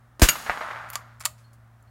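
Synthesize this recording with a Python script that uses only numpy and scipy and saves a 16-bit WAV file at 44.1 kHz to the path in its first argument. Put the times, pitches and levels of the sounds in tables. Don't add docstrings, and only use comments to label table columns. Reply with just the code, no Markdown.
import sys
import numpy as np
from scipy import signal
from scipy.fft import rfft, irfft
from scipy.io import wavfile
from scipy.ndimage import uniform_filter1d

SR = 44100
rng = np.random.default_rng(int(sys.argv[2]) if len(sys.argv) > 2 else 0)


def waveform_to_disk(signal):
    frames = np.transpose(np.atleast_2d(signal))
    scaled = np.clip(frames, -1, 1) * 32767
    samples = np.round(scaled).astype(np.int16)
    wavfile.write(sys.argv[1], SR, samples)


N = 83790
TIME = np.arange(N) / SR

# (time [s], level [dB], positive phase [s])
SHOCK_FRONTS = [(0.2185, -3, 0.00012), (0.2197, 1, .00055), (0.2224, -6, 0.00018), (0.2228, -3, 0.00064)]
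# (frequency [Hz], level [dB])
GAS_SPECTRUM = [(40, -9), (120, -2), (230, 2.5), (430, 3.5), (850, -2.5), (1250, 5.5), (2000, 4),
                (2900, -1.5), (7000, -1.5), (11000, -5), (16000, -8)]
GROUND_SPECTRUM = [(40, -14.5), (200, -2.5), (700, -3.5), (1400, 6), (3000, -0.5), (7000, -2), (16000, -6)]
BLAST_S, BLAST_RISE_S, BLAST_HOLD_S, BLAST_T60, BLAST_DB = .216, .0045, .018, .12, -14.5
PUFF_S, PUFF_HZ, PUFF_WIDTH_S, PUFF_DB = .2221, 201, .0027, -6.5

def muzzle_blast():
    since = TIME - PUFF_S
    out = amp(PUFF_DB) * np.cos(2 * np.pi * PUFF_HZ * since) * np.exp(-(since / PUFF_WIDTH_S) ** 2)
    for s, db, positive_s in SHOCK_FRONTS:
        age = TIME / positive_s
        add(out, s, amp(db) * (1 - age) * np.exp(-age))
    rise = np.minimum(TIME / BLAST_RISE_S, 1)
    decay = np.exp(-np.log(1000) * np.maximum(TIME - BLAST_HOLD_S, 0) / BLAST_T60)
    add(out, BLAST_S, amp(BLAST_DB) * rise * decay * noise(GAS_SPECTRUM))
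    add(out, BLAST_S + BLAST_HOLD_S, amp(-25.5) * burst(fade(t60=.4), GROUND_SPECTRUM))
    return out


BOOM_S, BOOM_DB = .2234, -4.5

def boom(start_hz=80, sag_s=.031, peak_s=.0072):
    cycles = start_hz * sag_s * (1 - np.exp(-TIME / sag_s))
    age = TIME / peak_s
    return -np.sin(2 * np.pi * cycles) * (age * np.exp(1 - age)) ** .85


# (frequency [Hz], level [dB])
IMPACT_SPECTRUM = [(50, 5), (250, -6.5), (430, -9.5), (620, -2), (850, -9), (1400, 1), (2000, 6.5),
                   (3500, -1), (8500, -2), (10500, -7), (16000, -6.5)]
# (frequency [Hz], level [dB], T60 [s])
TARGET_MODES = [(1394, -15, .16), (1980, 1.5, 0.01), (2667, -0.5, .04), (2768, -9, 0.1), (3190, -16, .07),
                (4675, -10.5, 0.09), (6700, -0.5, 0.078), (6890, -2.5, 0.079), (8910, -6, .055),
                (11540, -12, .15), (12520, -8, 0.11), (14510, -14.5, .11)]

def bullet_hit(hit_s=.2873):
    out = np.zeros(N)
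    metal = amp(-13) * ring(TARGET_MODES)
    trees = rng.standard_normal(N) * fade(t60=1.3)
    add(out, hit_s, amp(-10.5) * burst(fade(t60=.05), IMPACT_SPECTRUM))
    add(out, hit_s, metal)
    add(out, hit_s, amp(-23.5) * signal.fftconvolve(metal, unit_energy(trees)))
    return out


# (time [s], level [dB], tilt [dB/octave], T60 [s])
CONTACTS = [(.888, -54, -1, 0.11), (0.9018, -36, -2.5, .012), (0.93, -47, -2, 0.038),
            (0.9338, -36.5, -1.5, 0.018), (0.937, -43, -3, 0.14), (0.9556, -23, -2, 0.026),
            (1.198, -50, 6, 0.02), (1.205, -38.5, -0.5, 0.02), (1.209, -36.5, -2.5, 0.04),
            (1.2134, -44.5, -2, .02), (1.2242, -44, -1.5, 0.022), (1.237, -45, -5, 0.071),
            (1.2501, -37.5, -2.5, 0.028), (1.2545, -16, 2, 0.015), (1.2588, -19, 0.5, 0.021),
            (1.38, -62, -1.5, 0.36), (1.532, -60, 3.5, 0.1), (1.826, -66, 8, 0.039)]
# (frequency [Hz], level [dB])
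CONTACT_SPECTRUM = [(30, -35), (150, -22.5), (400, -18.5), (620, -10.5), (900, -3), (1150, 0), (1500, -1.5),
                    (2200, 2.5), (3200, -4), (4500, -1), (7500, 0), (10500, -2), (16000, -9.5)]
# (frequency [Hz], level [dB], T60 [s])
RECEIVER_MODES = [(606, -24, 0.27), (1229, -9, .08), (1422, -9.5, .04), (2055, -13, 0.043),
                  (2600, -9.5, 0.028), (3255, -7, 0.033), (4490, -7.5, 0.032), (5120, -11, 0.018),
                  (6090, -12, .025), (6850, -3.5, .02), (7220, -1, .02), (9860, -2.5, 0.016)]
SMALL_PART_MODES = [(10700, -0.5, 0.013), (11400, 1.5, 0.019), (12800, -14, 0.23), (13600, 3, 0.014),
                    (15420, -2, 0.018)]
# (time [s], level [dB])
SMALL_PART_STRIKES = [(.9015, -37.5), (0.9338, -35), (1.2586, -40)]
# (time [s], level [dB], tilt [dB/octave])
END_STOPS = [(.9559, -20, 10), (1.209, -40, 7), (1.2545, -22.5, -5)]

def lever_action(grit_db=3.5, low_cut_hz=514):
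    out = np.zeros(N)
    tick = amp(2.5) * fade(t60=.0012)
    for s, db, tilt_db, t60 in CONTACTS:
        grit = unit_rms(amp(grit_db * np.minimum(rng.exponential(1, N), 4)))
        add(out, s, amp(db) * burst(fade(t60) * grit + tick, CONTACT_SPECTRUM, tilt_db))
        add(out, s, amp(db - 6.5) * ring(RECEIVER_MODES, tilt_db))
    for s, db in SMALL_PART_STRIKES:
        add(out, s, amp(db) * ring(SMALL_PART_MODES))
    for s, db, tilt_db in END_STOPS:
        add(out, s, amp(db) * stock_knock(tilt_db))
    return signal.sosfilt(signal.butter(2, low_cut_hz, "highpass", fs=SR, output="sos"), out)


# (frequency [Hz], level [dB], T60 [s])
STOCK_MODES = [(963, -10.5, 0.049), (1179, -2.5, 0.045), (1405, -16, 0.04)]

def stock_knock(tilt_db):
    middle_hz = np.median([mode[0] for mode in STOCK_MODES])
    return sum(amp(db + tilt_db * np.log2(hz / middle_hz)) * fade(t60) * np.sin(2 * np.pi * hz * TIME)
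               for hz, db, t60 in STOCK_MODES)


# (time [s], level [dB], tilt [dB/octave])
HAMMER_STRIKES = [(0.1965, -20.5, -1), (.208, -25, -1.5)]
# (frequency [Hz], level [dB])
SNAP_SPECTRUM = [(40, -5.5), (300, 7), (1000, 1), (2000, 0), (4000, -9), (9000, -10.5), (16000, -18)]

def hammer(ground_delay_s=.0033):
    out = np.zeros(N)
    for s, db, tilt_db in HAMMER_STRIKES:
        add(out, s, amp(db) * pulse(SNAP_SPECTRUM, tilt_db))
        add(out, s + ground_delay_s, amp(db - 1.5) * pulse(SNAP_SPECTRUM))
        add(out, s, amp(db - 14) * burst(fade(t60=.037), CONTACT_SPECTRUM))
    return out


# (frequency [Hz], T60 [s])
TAIL_DECAY = [(100, 0.27), (1200, 0.41), (4000, 0.29), (15000, 0.27)]

def nearby_scatter(sound):
    early = rng.standard_normal(N) * fade(t60=.11)
    late = die_away(rng.standard_normal(N), TAIL_DECAY)
    response = amp(-13) * unit_energy(early) + amp(-22) * unit_energy(late)
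    return signal.fftconvolve(sound, response)[:N]


# (frequency [Hz], level [dB])
TWIG_SPECTRUM = [(40, -1.5), (150, 7.5), (450, -0.5), (1400, 7.5), (3000, 4), (7000, -0.5), (12000, -1),
                 (16000, -5.5)]
# (frequency [Hz], T60 [s])
TWIG_DECAY = [(100, 2.7), (1500, 0.9), (4000, 1.7), (8000, 1.35), (16000, 0.98)]

def twig_wash(rise_s=.02):
    out = np.zeros(N)
    wash = die_away(noise(TWIG_SPECTRUM), TWIG_DECAY)
    add(out, BLAST_S, amp(-34) * np.minimum(TIME / rise_s, 1) * wash)
    return out


# (time [s], front level [dB], scatter level [dB], scatter T60 [s])
SLAPS = [(0.3553, -23, -28, 0.057), (0.4024, -27.5, -43, 0.019), (0.463, -37, -30.5, 0.18),
         (0.4965, -4.5, -22, 0.073), (.5021, -11.5, -23.5, 0.042), (.513, -25, -29.5, 0.2),
         (.574, -14.5, -31, 0.039), (.608, -19, -33, 0.057), (0.6125, -20.5, -31.5, 0.17),
         (.686, -20.5, -37, 0.031), (.71, -25, -32, 0.08), (.76, -21, -39.5, 0.13)]
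# (frequency [Hz], level [dB])
SLAP_SPECTRUM = [(30, -35), (150, -15.5), (400, -15.5), (650, -3.5), (1300, -1.5), (2000, -3.5),
                 (3000, -14.5), (5000, -25), (16000, -56)]

def slap_echoes(blur_s=.00007, boom_return_s=.49):
    out = np.zeros(N)
    blur = signal.windows.gaussian(21, blur_s * SR)
    front = np.convolve(pulse(SLAP_SPECTRUM), blur / blur.sum())
    for s, front_db, scatter_db, t60 in SLAPS:
        add(out, s, amp(front_db) * front)
        add(out, s, amp(scatter_db) * burst(fade(t60), SLAP_SPECTRUM))
    add(out, boom_return_s, amp(-36) * boom())
    return out


# (time [s], level [dB])
ROLL_ENVELOPE = [(.22, -100), (.31, -38), (.42, -45), (.53, -37.5), (.64, -34.5), (.77, -37.5), (.9, -43),
                 (1.02, -50), (1.18, -61.5), (1.4, -82), (1.9, -91)]
# (frequency [Hz], level [dB])
TRUNK_SPECTRUM = [(100, -30.5), (380, -26), (620, -7), (850, -4.5), (1350, 0.5), (1900, -6.5),
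                  (2600, -17.5), (4000, -28), (8000, -46), (16000, -61)]

def rolling_echo(trunks_per_s=3500, spread_db=4):
    arrivals = (rng.random(N) < trunks_per_s / SR) * rng.choice([-1, 1], N)
    strengths = amp(spread_db * np.clip(rng.standard_normal(N), -2, 2))
    roll = unit_rms(signal.fftconvolve(arrivals * strengths, pulse(TRUNK_SPECTRUM))[:N])
    return roll * amp(np.interp(TIME, *np.transpose(ROLL_ENVELOPE)))


# (time [s], level [dB])
CASE_IMPACTS = [(1.44, -63), (1.875, -74)]
# (frequency [Hz], level [dB], T60 [s])
BRASS_MODES = [(3100, -5, .09), (4300, 0.5, 0.25), (5123, -10, .1), (9550, -14, 0.17), (12600, -26, .15)]

def spent_case():
    out = np.zeros(N)
    for s, db in CASE_IMPACTS:
        add(out, s, amp(db) * ring(BRASS_MODES))
    return out


# (time [s], pitch [Hz], level [dB])
HUM_COURSE = [(0, 117.2, -54.5), (.18, 121.5, -61), (.3, 114, -69), (.65, 116, -62.5), (.78, 115.7, -51.5),
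              (1.3, 116.5, -52.5), (1.7, 115.2, -54), (1.9, 112.8, -55.5)]
# (multiple of the pitch [1], level [dB])
HUM_PARTIALS = [(.5, -14.5), (1, 1.5), (1.5, -29), (2, -16)]

def hum(waver_depth=.0023):
    times, hz, db = np.transpose(HUM_COURSE)
    waver = unit_rms(uniform_filter1d(rng.standard_normal(N), size=3000))
    cycles = np.cumsum(np.interp(TIME, times, hz) * (1 + waver_depth * waver)) / SR
    tone = sum(amp(level) * np.sin(2 * np.pi * (multiple * cycles + rng.random()))
               for multiple, level in HUM_PARTIALS)
    return unit_rms(tone) * amp(np.interp(TIME, times, db))


# (frequency [Hz], level [dB])
AIR_SPECTRUM = [(20, -12), (40, -0.5), (65, 11.5), (100, 4.5), (170, -0.5), (300, -7.5), (450, -13),
                (650, -3), (900, -7), (1250, -4), (1800, -9.5), (2600, -21), (5000, -27), (15000, -29.5)]

def outdoor_air():
    return amp(-59.5) * noise(AIR_SPECTRUM)


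def ring(modes, tilt_db=0, size=12000, split_hz=53, line_width_hz=30):
    middle_hz = np.median([mode[0] for mode in modes])
    t, out = TIME[:size], np.zeros(size)
    upper_gain = amp(-5.5)
    for hz, db, t60 in modes:
        lower_phase, upper_phase, split = rng.random(3)
        drift = np.cumsum(rng.standard_normal((2, size)), 1) * np.sqrt(2 * np.pi * line_width_hz / SR)
        drift = uniform_filter1d(drift, size=64, axis=1)
        upper_hz = hz + split_hz * (.5 + split)
        lower = np.sin(2 * np.pi * (hz * t + lower_phase) + drift[0])
        upper = upper_gain * np.sin(2 * np.pi * (upper_hz * t + upper_phase) + drift[1])
        out += amp(db + tilt_db * np.log2(hz / middle_hz)) * fade(t60)[:size] * (lower + upper)
    return out / np.hypot(1, upper_gain)


def pulse(spectrum, tilt_db=0, size=2048):
    hz = abs(np.fft.fftfreq(size, 1 / SR))
    log_gain = np.log(amp(at_frequency(spectrum, hz) + tilt_db * np.log2(hz + 20)))
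    response = np.exp(np.conj(signal.hilbert(log_gain)))
    shape = np.fft.ifft(response).real[:size // 2]
    return shape / abs(shape).max()


def burst(envelope, spectrum, tilt_db=0, size=12000):
    impulses = envelope[:size] * rng.choice([-1, 1], size)
    return signal.fftconvolve(impulses, unit_energy(pulse(spectrum, tilt_db)))


def noise(spectrum):
    gain = amp(at_frequency(spectrum, np.fft.rfftfreq(N, 1 / SR)))
    return unit_rms(irfft(rfft(rng.standard_normal(N)) * gain, N))


def die_away(sound, t60s, size=256):
    hz, t, bands = signal.stft(sound, SR, nperseg=size)
    decay = np.exp(-np.log(1000) * t / at_frequency(t60s, hz)[:, None])
    return signal.istft(bands * decay, SR, nperseg=size)[1][:N]


def fade(t60):
    return np.exp(-np.log(1000) * TIME / t60)


def at_frequency(table, hz):
    frequencies, values = np.transpose(table)
    return np.interp(np.log(hz + 1), np.log(frequencies), values)


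def amp(db):
    return 10 ** (np.asarray(db) / 20)


def unit_rms(x):
    return x / np.sqrt(np.mean(x ** 2) + 1e-20)


def unit_energy(x):
    return x / np.linalg.norm(x)


def add(mix, s, sound):
    part = mix[round(s * SR):][:len(sound)]
    part += sound[:len(part)]


def scene():
    direct = hammer() + muzzle_blast() + bullet_hit() + lever_action()
    out = direct + nearby_scatter(direct) + spent_case()
    add(out, BOOM_S, amp(BOOM_DB) * boom())
    out += twig_wash() + slap_echoes() + rolling_echo()
    out += hum() + outdoor_air()
    return out[None]


def record(dry, cutoff_hz=16100):
    lowpass = signal.firwin(301, cutoff_hz, window=("kaiser", 9), fs=SR)
    return signal.oaconvolve(np.clip(dry, -1, 1), lowpass[None], "same")


dry = scene()
out = record(dry)
waveform_to_disk(out)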